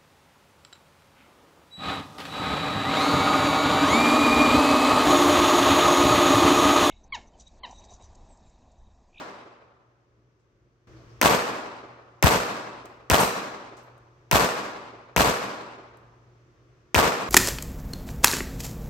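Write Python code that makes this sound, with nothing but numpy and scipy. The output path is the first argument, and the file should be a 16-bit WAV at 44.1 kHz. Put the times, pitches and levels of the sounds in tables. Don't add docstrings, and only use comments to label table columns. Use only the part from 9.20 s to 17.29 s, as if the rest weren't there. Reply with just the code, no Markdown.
import sys
import numpy as np
from scipy import signal
from scipy.fft import rfft, irfft, next_fast_len
from scipy.io import wavfile
from scipy.ndimage import uniform_filter1d

SR = 44100
rng = np.random.default_rng(int(sys.argv[2]) if len(sys.argv) > 2 else 0)


def store_wav(level_fs):
    pcm = np.round(np.clip(np.atleast_2d(level_fs), -1, 1) * 32767)
    wavfile.write(sys.argv[1], SR, pcm.T.astype(np.int16))


N = 356769
RING = 2 * SR


def amp(db):
    return 10 ** (np.asarray(db) / 20)


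def unit(x):
    return x / np.sqrt(np.mean(x ** 2) + 1e-20)


def read(points, hz):
    f, value = np.transpose(points)
    return np.interp(np.log(hz + 1), np.log(f + 1), value)


def sides(db):
    return amp(np.array([[.5], [-.5]]) * db)


def bell(t, center, width):
    return np.exp(-.5 * ((t - center) / width) ** 2)


def add(mix, s, sound):
    at = round(s * SR)
    sound = sound[:, max(-at, 0):]
    part = mix[:, max(at, 0):][:, :sound.shape[1]]
    part += sound[:, :part.shape[1]]


# frequency in Hz, side minus mid in dB.
WIDTH_DB = [(60, -10), (92, -12.5), (140, -13), (210, -11.5), (330, -11), (500, -7.5), (770, -3),
            (1170, -1), (1790, 1.5), (2740, -1.5), (4190, -2), (6410, 0), (9810, -4), (15000, -6)]
# frequency in Hz, left minus right in dB.
LEFT_RIGHT_DB = [(60, 1), (250, 0.4), (1000, 0.5), (2000, 0), (4000, 4), (8000, 3), (14000, -1.5)]


def diffuse(size):
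    hz = np.fft.rfftfreq(size, 1 / SR)
    mid, side = rng.standard_normal((2, len(hz))) + 1j * rng.standard_normal((2, len(hz)))
    width = amp(read(WIDTH_DB, hz))
    pair = np.array([mid + width * side, mid - width * side]) / np.hypot(1, width)
    return pair * sides(read(LEFT_RIGHT_DB, hz))


def fizz(center_hz, octaves):
    hz = np.fft.rfftfreq(SR, 1 / SR)
    return unit(irfft(diffuse(SR) * bell(np.log2((hz + 1) / center_hz), 0, octaves)))


# frequency in Hz, level in dB per Hz.
AIR_SPECTRUM = [(15, -25.5), (28, -13), (48, -2), (80, -8), (120, -2), (165, -13), (240, -15.5),
                (350, -9.5), (520, -16.5), (800, -27), (1150, -24.5), (2500, -34.5), (4000, -41.5),
                (6200, -39.5), (7500, -50), (16000, -63.5)]
# start in seconds, rumble in dB, hiss in dB, hum in dB.
AIR_LEVELS = [(0, -66.5, -62, -71.5), (1.672, -53.5, -46.5, -58.5), (2.2, -62, -55, -61.5)]
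# frequency in Hz, relative level in dB.
HUM_LINES = [(119.8, 4.5), (315, -15.5), (360, -5), (1150, -21)]


def background(split_hz=700, wander_hz=1.8, wander_rate_hz=9, drift_db=1.0, drift_rate_hz=4, throb_db=1.6):
    size = 2 * next_fast_len(N // 2 + 1)
    hz, t = np.fft.rfftfreq(size, 1 / SR), np.arange(N) / SR
    starts, *levels = np.transpose(AIR_LEVELS)
    rumble, hiss, hum = (amp(db)[np.searchsorted(starts[1:], t)] for db in levels)

    air = unit(irfft(diffuse(size) * amp(read(AIR_SPECTRUM, hz))))
    low = irfft(rfft(air) / (1 + (hz / split_hz) ** 4))

    wander_noise = rfft(rng.standard_normal(size))
    wander = wander_hz * unit(irfft(wander_noise * np.exp(-hz / wander_rate_hz)))[:N]
    lines = sum(amp(db) * np.sin(2 * np.pi * np.cumsum(f + wander) / SR) for f, db in HUM_LINES)

    drift_noise = rfft(rng.standard_normal((2, size)))
    drift, throb = unit(irfft(drift_noise * np.exp(-hz / drift_rate_hz)))[:, :N]
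    rumble = rumble * amp(drift_db * drift)
    hum = hum * amp(throb_db * throb)
    return rumble * low[:, :N] + hiss * (air - low)[:, :N] + hum * unit(lines)


# center in seconds, width in seconds, level in dB, frequency in Hz.
DRONE_SWELLS = [(1.755, 0.026, -52, 325), (1.77, .015, -61, 602), (1.785, 0.038, -50, 119),
                (1.81, .015, -61, 670), (1.925, .04, -55, 339), (1.95, .03, -49, 120.1)]


def drone_swells():
    t, out = np.arange(N) / SR, np.zeros(N)
    for s, width_s, db, hz in DRONE_SWELLS:
        out += amp(db) * bell(t, s, width_s) * np.sin(2 * np.pi * (hz * t + rng.random()))
    return out


# start in seconds, level in dB, center in Hz, spread in octaves, fade in seconds.
TICK_EVENTS = [(1.195, -82, 5500, 0.49, .03), (1.765, -68, 4500, .25, .05), (1.895, -67, 5184, .2, .05),
               (3.656, -45.5, 6300, 0.8, 0.0028), (4.568, -58.5, 5730, 0.62, .045),
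               (4.63, -72, 12500, .2, .03), (4.779, -63.5, 9000, 0.4, 0.0033),
               (6.772, -59.5, 9300, 0.42, 0.0022)]


def ticks(echo_db=-22, echo_s=0.08):
    out, t = np.zeros((2, N)), np.arange(SR) / SR
    for s, db, center_hz, octaves, fade_s in TICK_EVENTS:
        envelope = np.exp(-t / fade_s) + amp(echo_db) * np.exp(-t / echo_s)
        add(out, s, amp(db) * fizz(center_hz, octaves) * envelope)
    return out


# start in seconds, ring in dB, splash of lead in dB, clank in dB.
STEEL_HIT = (4, -34.5, -25.5, -23)
# frequency in Hz, level relative to the ring in dB, t60 in seconds.
STEEL_MODES = [(4050, -2, .9), (5539, -3, .75), (6010, -2, .95), (7380, -4, .8), (8410, -5, .55),
               (8620, -7, .6), (9448, -6, .65), (11550, -9, .6), (12130, -8, .6)]


def plate(split_hz=45, splash_hz=9500, splash_fade_s=0.054, clank_hz=900, clank_octaves=0.37, clank_fade_s=0.067):
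    out, t = np.zeros((2, N)), np.arange(SR) / SR
    s, ring_db, splash_db, clank_db = STEEL_HIT
    add(out, s, amp(clank_db) * fizz(clank_hz, clank_octaves) * np.exp(-t / clank_fade_s))
    add(out, s, amp(splash_db) * fizz(splash_hz, 0.38) * np.exp(-t / splash_fade_s))
    for hz, db, t60_s in STEEL_MODES:
        partner_hz = hz + split_hz * rng.uniform(0.58, 1.5)
        pair = sum(np.sin(2 * np.pi * (f * t + rng.random((2, 1)))) for f in (hz, partner_hz))
        add(out, s, pair / 2 * amp(ring_db + db - 60 * t / t60_s))
    return out


def echo_pattern(fade_s=0.21, size=30, count=3):
    pattern, fade = diffuse(RING), np.exp(-np.arange(RING) / SR / fade_s)
    for _ in range(count):
        power = (abs(rfft(irfft(pattern) * fade)) ** 2).mean(0)
        pattern = pattern * np.sqrt(uniform_filter1d(power, 10 * size) / uniform_filter1d(power, size))
    return pattern


def clumps(patch_db=1.1, flutter_db=-1.0, size=3):
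    field = uniform_filter1d(rng.standard_normal((258, RING // 256 + 2)), size, axis=1)
    patches = unit(uniform_filter1d(field[1:], size, axis=0))
    return patch_db * patches + flutter_db * unit(field[0])


def grain(depth_db=3.2, fade_s=.16, rate_hz=260):
    hz, t = np.fft.rfftfreq(RING, 1 / SR), np.arange(RING) / SR
    depth = depth_db * np.exp(-t / fade_s)
    bunches = unit(irfft(rfft(rng.standard_normal(RING)) * np.exp(-(hz / rate_hz) ** 2)))
    power_offset_db = np.log(10) / 20 * depth ** 2
    return amp(depth * np.clip(bunches, -2, 2) - power_offset_db)


# time after the shot in seconds, width in seconds, lift in dB.
WASH_SURGES = [(0.049, 0.014, 3.9), (0.122, 0.033, 2.9)]


def wash_swell(t, build_from_db=-9, build_s=0.0098):
    surges_db = sum(db * bell(t, s, width_s) for s, width_s, db in WASH_SURGES)
    return amp(build_from_db * np.exp(-(t / build_s) ** 2) + surges_db)


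# frequency in Hz, level in dB per Hz.
WASH_SPECTRUM = [(25, -27), (55, -9), (110, 0.5), (160, -3), (210, 0.5), (400, 2), (750, 3), (1150, 3.5),
                 (1600, -0.5), (2000, -3.5), (2600, -4), (3200, -8.5), (4200, -9), (6000, -10.5),
                 (9500, -11), (12300, -10.5), (16000, -21.5)]
# frequency in Hz, t60 in seconds.
WASH_T60 = [(60, 0.46), (150, 1.264), (400, 1.49), (1300, 1.41), (2500, 1.185), (5000, 1.033), (8000, 0.78),
            (12000, 0.61), (16000, 0.43)]
# frequency in Hz, width in Hz, lift in dB.
STANDING_WAVES = [(185, 30, 4.6), (252, 18, 5.1), (381, 30, 5.4), (454, 12, 2.9), (485, 19, 4.2),
                  (620, 22, 4.8), (646, 16, 6.8), (692, 17, 3.3), (800, 30, 4.3), (864, 29, 3.2),
                  (940, 17, 5.8), (1006, 17, 4.6), (1128, 30, 6.6), (1227, 30, 2.8), (1409, 30, 3.1),
                  (1647, 30, 4.3), (1769, 20, 3.7), (1875, 30, 3.4)]


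def wash(pattern, clump_db, bright_db, bass_db, share=0.985, steady_hz=3600, gas_hz=60, bass_hz=150, modes_fade_s=0.25):
    hz, t = np.fft.rfftfreq(RING, 1 / SR), np.arange(RING) / SR
    same = np.clip(share, 0, 1) / (1 + (hz / steady_hz) ** 2) * hz / np.hypot(hz, gas_hz)
    tilt_db = bright_db * np.log2((hz + 100) / 1000)
    colour_db = read(WASH_SPECTRUM, hz) + tilt_db + bass_db / (1 + (hz / bass_hz) ** 4)
    modes_db = np.max([db / (1 + (2 * (hz - f) / width) ** 2) for f, width, db in STANDING_WAVES], axis=0)

    echoes = (same * pattern + np.sqrt(1 - same ** 2) * diffuse(RING)) * amp(colour_db)
    standing = np.exp(-(t / modes_fade_s) ** 2)
    noise = standing * unit(irfft(echoes * amp(modes_db))) + (1 - standing) * unit(irfft(echoes))

    f, age_s, z = signal.stft(noise, SR, nperseg=512)
    decay_db = -60 * age_s / read(WASH_T60, f)[:, None]
    dying = signal.istft(z * amp(decay_db + clump_db), SR, nperseg=512)[1]
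    return dying[:, :RING] * wash_swell(t)


def low_noise(low_hz, high_hz, size):
    band = signal.butter(2, [low_hz, high_hz], "band", fs=SR, output="sos")
    return unit(signal.sosfilt(band, irfft(diffuse(SR)))[:, -size:])


def boom(low_hz=43, high_hz=72, rise_s=0.027, fade_db_per_s=150):
    t = np.arange(SR // 2) / SR
    return low_noise(low_hz, high_hz, len(t)) * np.minimum(t / rise_s, 1) * amp(-fade_db_per_s * t)


def churn(peak_s=0.037, width_s=0.0099, back_s=.122, back_db=-5, low_hz=55, high_hz=180, rise_s=0.0045):
    t = np.arange(SR // 4) / SR
    bulges = bell(t, peak_s, width_s) + amp(back_db) * bell(t, back_s, width_s)
    return low_noise(low_hz, high_hz, len(t)) * bulges * np.minimum(t / rise_s, 1)


def push(t, width_s):
    u = t / width_s
    return (1 - u ** 2) * np.exp(-u ** 2 / 2)


def thump(push_s, push_db, push_width_s=.0023, push_pan_db=8, right_lead_s=0.0048,
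          snap_lead_s=0.0029, snap_width_s=0.0014, snap_db=-4,
          rebound_s=.0295, rebound_width_s=.0036, rebound_db=-2):
    t = np.arange(SR // 4) / SR
    sweep = sides(push_pan_db) * push(t - push_s + np.array([[0], [right_lead_s]]), push_width_s)
    snap = amp(snap_db) * push(t - push_s + snap_lead_s, snap_width_s)
    rebound = amp(rebound_db + push_db / 2) * push(t - rebound_s, rebound_width_s)
    return amp(push_db) * (sweep - snap) + rebound


def pulse(spectrum, size=2048):
    log_gain = np.log(amp(read(spectrum, abs(np.fft.fftfreq(size, 1 / SR)))))
    shape = np.fft.ifft(np.exp(np.conj(signal.hilbert(log_gain)))).real
    return shape / np.linalg.norm(shape)


def arrival(spectrum, delay_ms, db, pan_db, smear_ms, bright_db_per_octave, spike, size=512):
    out, ms = np.zeros((2, RING)), np.arange(size) * 1000 / SR
    shape = pulse([(hz, level + bright_db_per_octave * np.log2(hz)) for hz, level in spectrum])[None]
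    spray = irfft(diffuse(size)) * (ms / smear_ms) * np.exp(-ms / smear_ms * 1.41)
    spray /= np.linalg.norm(spray, axis=1, keepdims=True)
    burst = spike * (np.arange(size) == np.searchsorted(ms, smear_ms)) + spray
    hit = signal.fftconvolve(burst, shape, axes=1)
    hit /= np.linalg.norm(hit, axis=1, keepdims=True)
    add(out, delay_ms / 1000, amp(db) * sides(pan_db) * hit)
    return out


# frequency in Hz, level in dB per Hz.
SLAP_SPECTRUM = [(40, -22), (200, -2.5), (500, -1.5), (1000, 2), (1600, -7), (3000, -10.5), (6000, -27),
                 (9000, -27.5), (16000, -44.5)]
# delay in ms, relative level in dB, left minus right in dB, brightness in dB per octave.
SLAP_PATHS = [(11.02, -11.5, -1.5, 5), (15.53, -6, 3.5, -0.5), (25.86, -12.5, -3.5, 5), (31.2, -6, 1.5, -3),
              (35.5, -12.5, 1.5, 3.5), (40.53, -8, -2, 1.5), (42.02, -3, 5.5, -4), (44.3, -1.5, 3, 2),
              (45.8, -9.5, 0, 4), (52.2, -10.5, 1, -2.5), (63.1, -9, -1, 6.5), (76.3, -9, 5.5, -1.5),
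              (91.4, -15, 1.5, -1.5), (95.7, -4, -1.5, -2), (105.1, -10, 1.5, 3), (110, -7.5, 2.5, -4.5),
              (118.7, -10.5, 7, -2), (121.9, -10.5, 6, 0), (127.6, -14.5, -2, -2), (132.9, -3.5, 1, -1.5)]


def wall_slaps(slap_db=10, smear_ms=0.65):
    return amp(slap_db) * sum(arrival(SLAP_SPECTRUM, delay_ms, db, pan_db, smear_ms, bright_db, spike=0.89)
                              for delay_ms, db, pan_db, bright_db in SLAP_PATHS)


# frequency in Hz, level in dB per Hz.
BOUNCE_SPECTRUM = [(40, -25), (200, -4.5), (500, 3), (800, 2.5), (1400, -3.5), (2000, 4.5), (2600, 7),
                   (3700, -11.5), (4600, -15.5), (5700, -6.5), (7000, -18.5), (9000, -16), (16000, -22)]


def ground_bounce(delay_ms, ground_db, bounce_db=8):
    return arrival(BOUNCE_SPECTRUM, delay_ms, bounce_db + ground_db, pan_db=1.5, smear_ms=0.21,
                   bright_db_per_octave=0, spike=1.6)


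# frequency in Hz, level in dB per Hz.
CRACK_SPECTRUM = [(40, -28), (170, -1.5), (350, 8.5), (700, 5.5), (1000, 6.5), (1400, 0.5), (1900, 3.5),
                  (2600, -4), (3500, -12), (4700, -11), (5700, -0.5), (7000, -10), (12000, -7),
                  (16000, -16)]


def muzzle_crack(crack_db=9):
    return arrival(CRACK_SPECTRUM, 0, crack_db, pan_db=5.5, smear_ms=0.66,
                   bright_db_per_octave=0.0035, spike=0.56)


# start in seconds, level in dB (all but the thump), ground bounce in dB, its delay in ms,
# wall slaps in dB, thump in dB, its delay in seconds, lingering bass in dB, wash brightness in dB per octave.
PISTOL_SHOTS = [(-0.36, -4.5, 0, 4.5, 0, 0, 0.025, 3, 0.33),
                (2.0142, -0.56, -1, 4.46, 0.5, -8, 0.024, -5, 0.25),
                (3.0259, -1.38, -1, 4.76, -0.5, 10.5, 0.019, 1.5, 0.5),
                (3.8997, -1.7, -1, 5, 0.5, 0.5, 0.018, 1.5, 0.5),
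                (5.113, -1.5, -4.5, 4.8, -1.5, 3, 0.0225, -1, 0.46),
                (5.963, -1.73, 0, 4.67, -1, -2, 0.01, 3, 0.48), (7.745, -1, 2, 5.3, -3, 0, 0.018, -2, 0)]


def pistol(wash_db=-15.5, thump_db=-18, churn_db=-30, boom_db=-28):
    out = np.zeros((2, N))
    pattern, clump_db, bunching, slaps = echo_pattern(), clumps(), grain(), wall_slaps()
    for s, db, ground_db, ground_ms, walls_db, low_db, push_s, bass_db, bright_db in PISTOL_SHOTS:
        direct = muzzle_crack() + ground_bounce(ground_ms, ground_db)
        tail = amp(wash_db) * bunching * wash(pattern, clump_db, bright_db, bass_db)
        add(out, s, amp(db) * (direct + amp(walls_db) * slaps + tail))
        add(out, s, amp(thump_db) * thump(push_s, low_db))
        add(out, s, amp(db + bass_db + churn_db) * churn())
        add(out, s, amp(db + bass_db + boom_db) * boom())
    return out


def scene():
    return background() + drone_swells() + ticks() + plate() + pistol()


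# frequency in Hz, width in Hz.
TREBLE_NOTCHES = [(10150, 1600), (10500, 1600), (14000, 800)]


def record(dry, low_cut_hz=42, edge_hz=16200):
    heard = signal.sosfilt(signal.butter(4, low_cut_hz, "highpass", fs=SR, output="sos"), dry)
    for hz, width_hz in TREBLE_NOTCHES:
        heard = signal.lfilter(*signal.iirnotch(hz, hz / width_hz, fs=SR), heard)
    band_limit = signal.firwin(511, edge_hz, window=("kaiser", 9), fs=SR)[None]
    return signal.oaconvolve(np.tanh(heard), band_limit, "same")


dry = scene()
out = record(dry)
store_wav(out)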